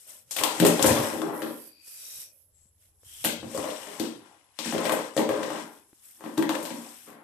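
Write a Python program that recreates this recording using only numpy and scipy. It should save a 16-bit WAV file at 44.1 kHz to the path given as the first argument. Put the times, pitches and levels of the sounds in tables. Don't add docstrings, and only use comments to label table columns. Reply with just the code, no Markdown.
import sys
import numpy as np
from scipy import signal
from scipy.fft import rfft, irfft
from scipy.io import wavfile
from scipy.ndimage import uniform_filter1d

SR = 44100
rng = np.random.default_rng(int(sys.argv[2]) if len(sys.argv) > 2 else 0)


def store_wav(level_fs):
    pcm = np.round(np.clip(np.atleast_2d(level_fs), -1, 1) * 32767)
    wavfile.write(sys.argv[1], SR, pcm.T.astype(np.int16))


N = 318843

# f/Hz, relative level/dB
ROOM_TONE_COLOUR = [(15, -58.5), (25, -16.5), (91, -1), (168, -15.5), (271, -18.5), (2780, -33),
                    (6160, -32.5), (7820, -26), (10200, -35.5), (11000, -20), (14000, -37.5)]
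# f/Hz, width/Hz, level/dB
WHINE_BANDS = [(11060, 32, -69.5)]
# t/s, level/dB
FLOOR_THUMPS = [(.26, -66), (.41, -51), (.675, -35), (.79, -55), (0.882, -21), (1.0, -35), (1.15, -52),
                (1.42, -69.5), (2.17, -69), (3.26, -47.5), (3.44, -42), (3.6, -44.5), (4.03, -56),
                (4.19, -60.5), (4.68, -53.5), (4.76, -44.5), (5.18, -60), (5.32, -46.5), (5.43, -53),
                (6.43, -61)]
# start t/s, end t/s, level at start/dB, level at end/dB
DOOR_MOVE = (2.5, 3.5, -70.5, -67)
# t/s, level/dB, f/Hz
DOOR_TAPS = [(1.88, -54, 460), (2.186, -56.5, 150), (2.655, -58.5, 201), (3.033, -49.5, 469.4),
             (3.064, -53.5, 109.7), (5.93, -44.5, 317)]
# f/Hz, t60/s
ROOM_DECAY = [(100, 0.067), (300, 0.49), (1000, 0.35), (4000, 0.43), (12000, 0.16)]
# f/Hz, likeness
STEREO_LIKENESS = [(60, -0.7), (180, 0.85), (550, 0.72), (1650, -0.12), (4970, -0.27), (15000, -0.34)]
# f/Hz, left over right/dB
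PORT_COLOUR = [(60, 2), (160, -1), (270, 2.5), (450, 3.5), (740, 5), (1220, 7), (2010, 8.5), (3330, 13.5),
               (5500, 9), (7000, 15.5), (8800, 19.5), (9800, 2), (11200, -5.5), (14000, 2.5)]
# start t/s, end t/s, f/Hz, width/Hz, level/dB
WHISTLE_BANDS = [(1.5, 2.34, 4700, 82, -61), (1.93, 2.336, 5700, 270, -53), (1.6, 2.39, 2490, 100, -65.5),
                 (2.52, 2.72, 7700, 310, -67), (3.03, 3.4, 3200, 260, -56), (3.3, 3.24, 1950, 130, -77),
                 (4, 3.24, 650, 68, -63.5), (1.73, 2.5, 614, 57, -77.5), (4.2, 3, 800, 100, -54),
                 (1.93, 2.3, 3870, 180, -59)]
# f/Hz, relative level per Hz/dB
HISS_COLOUR = [(880, -14), (1500, -6), (2480, -7.5), (3050, -6.5), (4480, -12), (5550, -5.5), (6450, -11.5),
               (8370, -7), (10100, -8.5), (11500, -5.5), (14000, -12.5)]
# start t/s, end t/s, level at start/dB, level at end/dB,
# tilt/dB (cut below and lift above 5.5 kHz), top lift/dB (above about 10 kHz), left over right/dB
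SLIDE_STROKES = [(0, .03, -58, -58, 6.5, 1, 0), (.095, .2, -50.5, -59.5, 4, 5, 1),
                 (.32, .4, -52.5, -34, 4.5, -4.5, -7), (.45, .8, -38.5, -35.5, 2, -5, -4),
                 (.83, 1.0, -32, -36, -6.5, 11.5, -2.5), (1.03, 1.3, -34, -51, -0.5, 3, -1.5),
                 (1.35, 1.68, -51.5, -56.5, 3.5, 7.5, -8), (1.875, 2.225, -51, -46.5, 7.5, -1.5, -8),
                 (2.33, 2.42, -71, -71, 6, 7, -11.5), (2.58, 2.645, -72.5, -79.5, 4, -2, -3.5),
                 (2.822, 2.882, -65, -68, 3.5, .5, -5.5), (3.065, 3.235, -55.5, -47.5, 7, -2.5, -5.5),
                 (3.4, 3.56, -61, -43, 1, -1, 2.5), (3.6, 4.02, -43, -49.5, -1, 1.5, 3),
                 (4.05, 4.22, -47.5, -67, -1, 1, 6), (4.26, 4.56, -65, -78, -2, -3, 9),
                 (4.66, 4.82, -35.5, -45, -1, -2.5, 4), (4.85, 5.08, -38, -49, -0.5, -1.5, 4),
                 (5.1, 5.16, -63, -53, 1, -4, 2), (5.3, 5.62, -46.5, -43.5, -2, -3, 0),
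                 (5.66, 5.79, -57.5, -60, -0.5, 5, -2), (5.82, 6.0, -71, -65, 4.5, 0, -1.5),
                 (6.05, 6.2, -57.5, -62.5, 3.5, 7, 0), (6.24, 6.42, -55.5, -57, 0, 4, 0),
                 (6.53, 6.93, -45.5, -50, 2.5, -1.5, -1.5), (6.96, 7.12, -53.5, -60, 0, 9, 2.5)]
# f/Hz, level/dB, t60/s
BOOM_MODES = [(112, -18, 0.059), (168, -14.5, 0.13), (172, -11.5, 0.15), (231.8, -5.5, 0.13),
              (293.7, -3.5, 0.098), (320, -2, 0.1), (370, -3, 0.036), (412.2, -6, 0.094), (525.4, 3, 0.054),
              (616, -0.5, 0.078)]
# f/Hz, level/dB, t60/s
RATTLE_MODES = [(773, -2.5, 0.014), (835.6, -4.5, 0.023), (1030, -1, 0.013), (1294, -0.5, 0.0053),
                (1583, -14.5, 0.03), (1900, -6, 0.01), (2200, -10.5, 0.0039)]
# start t/s, end t/s, boom level at start/dB,
# boom level at end/dB, boom centre f/Hz, rattle over boom/dB
CHEW_BOUTS = [(.08, .14, -69, -75, 610, -2.5), (.48, .63, -54, -46, 375, 4.5),
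              (.66, .79, -48.5, -46.5, 370, 0), (.89, 1.1, -39.5, -44.5, 388, 3),
              (1.13, 1.2, -38.5, -43, 310.5, -7.5), (1.25, 1.5, -39, -47, 365, -5),
              (2.03, 2.27, -78, -83.5, 594, -8.5), (3.4, 3.47, -69, -69, 400, -0.5),
              (3.53, 3.7, -53.5, -56, 500, -3), (3.74, 3.93, -63.5, -59, 505, 6.5),
              (4.0, 4.1, -54, -64, 285, 4), (4.2, 4.36, -70.5, -79, 400, 8.5),
              (4.74, 4.83, -57, -47, 331, 6), (4.86, 5.02, -46.5, -53, 499, 7.5),
              (5.25, 5.4, -46.5, -36, 384, -5.5), (5.44, 5.57, -51.5, -45, 329, 1.5),
              (5.62, 5.72, -58, -66, 310, 3), (6.22, 6.33, -61, -61, 280, 0.5),
              (6.39, 6.5, -56.5, -61.5, 287.2, 2.5), (6.55, 6.86, -50.5, -57, 269.2, -0.5),
              (7.09, 7.23, -59.5, -62.5, 243.5, 2)]
# t/s, crack level/dB, crack f/Hz, boom level/dB, boom centre f/Hz,
# rattle level/dB, crack left over right/dB, crack sharpness/dB
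BITES = [(0.3097, -20.5, 7500, -53, 558, -43, 2, -3.5), (0.3644, -16.5, 3400, -37, 574, -31, 12, -2),
         (0.386, -19, 2450, -41, 543, -33.5, 9, -12), (0.4117, -24, 2000, -32, 480, -26, 7.0, 1.5),
         (0.4357, -10, 3240, -32.5, 294, -20, 16, -5), (0.5998, -15.5, 2940, -14, 175, -23.5, 14, -6.5),
         (0.6221, -21.5, 2880, -13.5, 380, -47, -6, -13.5), (0.6494, -10.5, 2800, -13, 377, -13.5, 4, -4),
         (0.6657, -11.5, 11500, -32, 277, -24, 12, -11), (0.682, -38, 8550, -35, 315, -46, 0, -11.5),
         (0.7213, -47, 8300, -53, 326, -42, -2, -13), (0.7933, -23.5, 3220, -22, 544, -21, 16, -12),
         (0.8263, -11.5, 7600, -30.5, 287.5, -47, 17.5, 2.5), (0.8415, -38, 7310, -16, 506, -16, 0, -10),
         (0.8615, -10, 9560, -25, 291, -21.5, -6, -2.5), (0.8839, -28, 8690, -23, 274.5, -20.5, 7, -9.5),
         (0.9617, -36, 3100, -24, 476, -24.5, -5, 3), (1.2172, -36, 3170, -27, 350, -27.5, 25, -8),
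         (1.4196, -29.5, 3100, -29, 320.6, -29.5, 3.5, -11.5),
         (3.2418, -24.5, 3868, -31, 699, -33.5, 18.5, 0),
         (3.2469, -10.5, 2950, -24.5, 172, -24.5, -10, -3.5), (3.4279, -67, 3060, -33, 240, -41, 1, -13),
         (3.5469, -33, 8660, -29.5, 616, -37, -1, -9), (3.5752, -34, 8530, -32, 310, -29, 18, -9),
         (3.641, -42, 2370, -31.5, 626, -31, 6, -18), (3.6744, -50, 3590, -38, 659, -35.5, 4, -17),
         (3.703, -32, 3150, -40.5, 544, -46, 8, -14), (3.8704, -46, 10900, -38, 590, -39.5, 8.5, -9),
         (3.9974, -23.5, 3900, -25, 245, -34, 8, -6.5), (4.5887, -24, 3760, -36, 264, -33, 5.5, -13.5),
         (4.6563, -36, 5260, -27, 248, -33, 3, 4), (4.7237, -27.5, 3200, -22, 204, -27.5, 5, -9),
         (4.7479, -32, 2240, -25.5, 483, -33.5, 13, -18), (4.78, -33, 2870, -27.5, 242, -28, 18, -18),
         (4.8533, -21, 2040, -25, 627, -26.5, -1, -17), (4.8943, -27.5, 2040, -27.5, 616, -20, 22, -9),
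         (4.9208, -18, 1980, -24.5, 580, -28, 6, -6), (5.1653, -27.5, 7210, -22.5, 550, -26.5, 10, -27),
         (5.1761, -24, 3240, -18.5, 288, -27, 9, -13.5), (5.1916, -23, 3260, -29, 530, -20, 0, 5),
         (5.2901, -27.5, 2950, -24.5, 550, -24, 8, -8), (5.4309, -31.5, 3170, -31, 624, -27.5, 13, -14.5),
         (5.5022, -35, 2910, -33, 312, -30.5, 1, -11), (6.2073, -50.5, 11300, -49.5, 412, -42.5, 3, -19),
         (6.239, -40, 3430, -38, 250, -36, -2.5, -10), (6.2591, -46, 2610, -36, 308, -37, 12, -12),
         (6.3745, -30, 2650, -29, 320, -34, -15, -13), (6.3783, -24, 4300, -21.5, 248, -23.5, 14.5, -3),
         (6.3932, -48, 2740, -28.5, 308, -52, 1, -9), (6.4246, -27, 2080, -31, 229, -23, 17, -10),
         (6.4921, -22.5, 3100, -25.5, 232, -22, 12, -9.5), (6.5515, -32.5, 2040, -31.5, 620, -33, 26, -14),
         (6.6271, -26.5, 3230, -38.5, 506, -54, 5, 4), (6.6523, -27.5, 3960, -61, 229, -35, 5, -5),
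         (6.705, -35.5, 2200, -31, 235, -35.5, 6, -20), (7.074, -43, 2000, -41.5, 295, -46.5, -5, -14)]

ROOM_TONE_DB, RUMBLE_REST_DB = -76, -87.5 + .5
THUMP_RISE_DB_PER_S, THUMP_FALL_DB_PER_S = 400.5, 251.5
DOOR_HZ, DOOR_WIDTH_HZ, DOOR_FADE_DB_PER_S = 86.5, 14, 103
ROOM_DB, CRACK_ROOM_DB = 5, 6.5
STROKE_RISE_DB_PER_S, STROKE_FALL_DB_PER_S, STROKE_REST_DB = 296.5, 243, -80
FACET_LOW_HZ, FACET_HIGH_HZ, FACET_T60_S, FACET_TICKS_PER_S, FACET_DB = 1787, 11890, .025, 44, -8
CHEW_RISE_DB_PER_S, CHEW_FALL_DB_PER_S, CHEW_REST_DB = 303, 251, -87.5
BUCKLE_S = 0.003004
STEADY_TOP_HZ, CUTOFF_HZ = 14250, 16100


def from_db(db):
    return 10 ** (np.asarray(db) / 20)


def rms_one(x):
    return x / np.sqrt(np.mean(x ** 2) + 1e-20)


def at_hz(points, hz):
    p = np.array(points, float)
    return np.interp(np.log(np.maximum(hz, 1)), np.log(np.maximum(p[:, 0], 1)), p[:, 1])


def coloured(x, gain_db):
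    return irfft(rfft(x) * from_db(gain_db), N)


def butter(x, order, hz, kind="low"):
    return signal.sosfilt(signal.butter(order, hz, kind, fs=SR, output="sos"), x)


def butter_zero_phase(x, order, hz, kind="low"):
    return signal.sosfiltfilt(signal.butter(order, hz, kind, fs=SR, output="sos"), x)


def steep(x, top_hz):
    return signal.sosfilt(signal.ellip(12, .5, 75, top_hz, fs=SR, output="sos"), x)


def ring(clicks, hz, t60):
    radius, angle = from_db(-60 / (t60 * SR)), 2 * np.pi * hz / SR
    return signal.lfilter([0, np.sin(angle)], [1, -2 * radius * np.cos(angle), radius ** 2], clicks + 1e-18)


def narrow_noise(noise, hz, width_hz):
    return rms_one(ring(noise, hz, np.log(1000) / np.pi / width_hz))


def pair(count):
    mid, side = rfft(rng.standard_normal((2, count)))
    alike = np.clip(at_hz(STEREO_LIKENESS, np.fft.rfftfreq(count, 1 / SR)), -1, 1)
    return (np.sqrt(1 + alike) * mid + np.sqrt(1 - alike) * side * [[1], [-1]]) / np.sqrt(2)


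def left_right(pan_db):
    return from_db(np.array([[.5], [-.5]]) * pan_db)


def gestures(rows, rise_db_per_s, fall_db_per_s, rest_db):
    start, end, first_db, last_db, *columns = np.array(rows, float).T[:, :, None]
    t = np.arange(0, N + 64, 64) / SR
    progress = np.clip((t - start) / np.maximum(end - start, 1e-6), 0, 1)
    db = first_db + (last_db - first_db) * progress
    db = db - rise_db_per_s * np.maximum(start - t, 0) - fall_db_per_s * np.maximum(t - end, 0)
    power = from_db(2 * np.maximum(db, -1000))
    total = power.sum(axis=0)
    curves = [10 * np.log10(total + from_db(2 * rest_db))]
    curves += [(power * column).sum(axis=0) / total for column in columns]
    return [np.interp(np.arange(N) / SR, t, curve) for curve in curves]


def grains(per_s, spread_db):
    out, ticks = np.zeros(N), int(per_s * N / SR)
    where, size, sign = rng.random((ticks, 3)).T
    height = from_db(spread_db * np.minimum(-np.log(size), 4))
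    out[(where * N).astype(int)] = height * np.sign(sign - .5)
    return out


def room_tone():
    noise = irfft(pair(N), N)
    return from_db(ROOM_TONE_DB) * rms_one(coloured(noise, at_hz(ROOM_TONE_COLOUR, np.fft.rfftfreq(N, 1 / SR))))


def whine():
    out = np.zeros((2, N))
    for hz, width_hz, level_db in WHINE_BANDS:
        out += from_db(level_db) * narrow_noise(rng.standard_normal((2, N)), hz, width_hz)
    return out


def floor_thumps():
    rows = [(s, s, db, db) for s, db in FLOOR_THUMPS]
    level_db, = gestures(rows, THUMP_RISE_DB_PER_S, THUMP_FALL_DB_PER_S, RUMBLE_REST_DB)
    low = butter(rng.standard_normal(N), 3, [82, 145], "band")
    return from_db(level_db) * rms_one(low)


def door_hum():
    level_db, = gestures([DOOR_MOVE], DOOR_FADE_DB_PER_S, DOOR_FADE_DB_PER_S, RUMBLE_REST_DB)
    return from_db(level_db) * narrow_noise(rng.standard_normal(N), DOOR_HZ, DOOR_WIDTH_HZ)


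def door_taps(t60=0.014, puff_db=-1.5):
    out, size = np.zeros(N), 2048
    decay = from_db(-60 * np.arange(size) / SR / t60)
    for (s, level_db, hz), noise in zip(DOOR_TAPS, rng.standard_normal((len(DOOR_TAPS), size))):
        puff = butter(noise, 2, 1800) * decay
        knock = ring(np.arange(size) == 0, hz, 7.8 / hz) + from_db(puff_db) * puff
        i = round(s * SR)
        out[i:i + size] += from_db(level_db) * knock
    return out


def room(x, first_s=0.0034):
    size = SR
    t, noise, tail = np.arange(size) / SR, pair(size), 0
    octave = np.log2(np.maximum(np.fft.rfftfreq(size, 1 / SR), 1))
    for centre in range(5, 15):
        band = irfft(noise * np.clip(1 - np.abs(octave - centre), 0, 1), size)
        tail = tail + band * from_db(-60 * t / at_hz(ROOM_DECAY, 2 ** centre))
    tail = tail * np.clip(t / first_s - 1, 0, 1)
    spectrum = rfft(tail)
    tail = irfft(spectrum / np.sqrt(uniform_filter1d(np.abs(spectrum) ** 2, size=20)), size)
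    tail = tail * np.clip(8 - 10 * t / .5, 0, 1) ** 2
    tail = tail / np.sqrt(np.sum(tail ** 2) / 2)
    return signal.fftconvolve(x[None], tail, axes=1)[:, :N]


def whistles():
    out, t = np.zeros((2, N)), np.arange(N) / SR
    for start, end, hz, width_hz, level_db in WHISTLE_BANDS:
        on = slice(round(start * SR), round(end * SR))
        band = narrow_noise(rng.standard_normal((2, N))[:, on], hz, width_hz)
        swell = np.sin(np.pi * (t[on] - start) / (end - start))
        out[:, on] += from_db(level_db) * band * swell
    return out


def facet_pings():
    pitches = np.geomspace(FACET_LOW_HZ, FACET_HIGH_HZ, num=24)
    pings = [ring(grains(FACET_TICKS_PER_S, 3.7), hz, FACET_T60_S) for hz in pitches]
    return from_db(FACET_DB) * rms_one(np.array([sum(pings[::2]), sum(pings[1::2])]))


def hiss():
    level_db, tilt_db, lift_db, pan_db = gestures(
        SLIDE_STROKES, STROKE_RISE_DB_PER_S, STROKE_FALL_DB_PER_S, STROKE_REST_DB)
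    rubbing = irfft(pair(N), N)
    crackle = .5 * rms_one(grains(500, 1.5))
    spectrum_db = at_hz(HISS_COLOUR, np.fft.rfftfreq(N, 1 / SR))
    fine = rms_one(coloured(rubbing + crackle + facet_pings(), spectrum_db))
    dull = butter_zero_phase(fine, 2, 5500)
    top = butter_zero_phase(fine, 4, 9900, "high")
    bright = fine - dull - top + top * from_db(lift_db)
    return from_db(level_db) * left_right(pan_db) * (dull * from_db(-tilt_db) + from_db(tilt_db) * bright)


def shell(modes, blow_db, work_db, per_s, blow_hz=None, work_hz=None, db_per_octave=9.5):
    at = np.round(np.array(BITES)[:, 0] * SR).astype(int)
    grip_db = rng.normal(0, 2.55, (len(at), len(modes)))
    late = (rng.random((len(at), len(modes))) * BUCKLE_S * SR).astype(int)
    blows, creases = np.zeros(N), np.zeros(N)

    def off_centre_db(hz, centre_hz):
        return 0 if centre_hz is None else db_per_octave * np.abs(np.log2(hz / centre_hz))

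    for k, (hz, mode_db, t60) in enumerate(modes):
        clicks = np.zeros(N)
        click_db = blow_db + mode_db - off_centre_db(hz, blow_hz) + grip_db[:, k]
        clicks[at + late[:, k]] = from_db(click_db) * (-1) ** k
        blows += ring(clicks, hz, t60)
        creases += from_db(mode_db - off_centre_db(hz, work_hz)) * ring(grains(per_s, 3.5), hz, t60)
    return blows + from_db(work_db) * rms_one(creases)


def bottle_body():
    chew_db, boom_hz, rattle_db = gestures(CHEW_BOUTS, CHEW_RISE_DB_PER_S, CHEW_FALL_DB_PER_S, CHEW_REST_DB)
    bites = np.array(BITES)
    boom = shell(BOOM_MODES, bites[:, 3], chew_db, 60., bites[:, 4], boom_hz)
    rattle = shell(RATTLE_MODES, bites[:, 5], chew_db + rattle_db, 150.)
    return butter(boom + rattle, 4, 125, "high")


def cracks(t60=0.029, width=0.81):
    direct, click, size = np.zeros((2, N)), np.zeros(N), 1024
    decay = from_db(-60 * np.arange(size) / SR / t60)
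    bursts = rng.standard_normal((len(BITES), size)) * decay
    for burst, (s, level_db, hz, *_, pan_db, sharp_db) in zip(bursts, BITES):
        both = np.array([burst, np.arange(size) == 0])
        colour = signal.lfilter(*signal.iirpeak(hz, 1 / width, SR), both)
        tone, edge = colour + from_db(sharp_db) * np.diff(both, prepend=0)
        tone = tone / np.abs(tone).max()
        i = round(s * SR)
        direct[:, i:i + size] += from_db(level_db) * left_right(pan_db) * tone
        click[i:i + size] += from_db(level_db) * edge * np.sqrt(np.sum(tone ** 2) / np.sum(edge ** 2))
    return direct, click


def scene():
    background = room_tone() + whine() + floor_thumps() + door_hum() + door_taps()
    body = bottle_body()
    crack, click = cracks()
    tail = room(from_db(ROOM_DB) * body + from_db(CRACK_ROOM_DB) * click)
    steady = steep(background + tail + whistles() + hiss() + body + crack, STEADY_TOP_HZ)
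    return steady + from_db(-27.5) * (crack - steep(crack, STEADY_TOP_HZ))


def record(dry):
    lean_db = at_hz(PORT_COLOUR, np.fft.rfftfreq(N, 1 / SR))
    return steep(np.tanh(coloured(dry, lean_db * [[.5], [-.5]])), CUTOFF_HZ)


dry = scene()
out = record(dry)
store_wav(out)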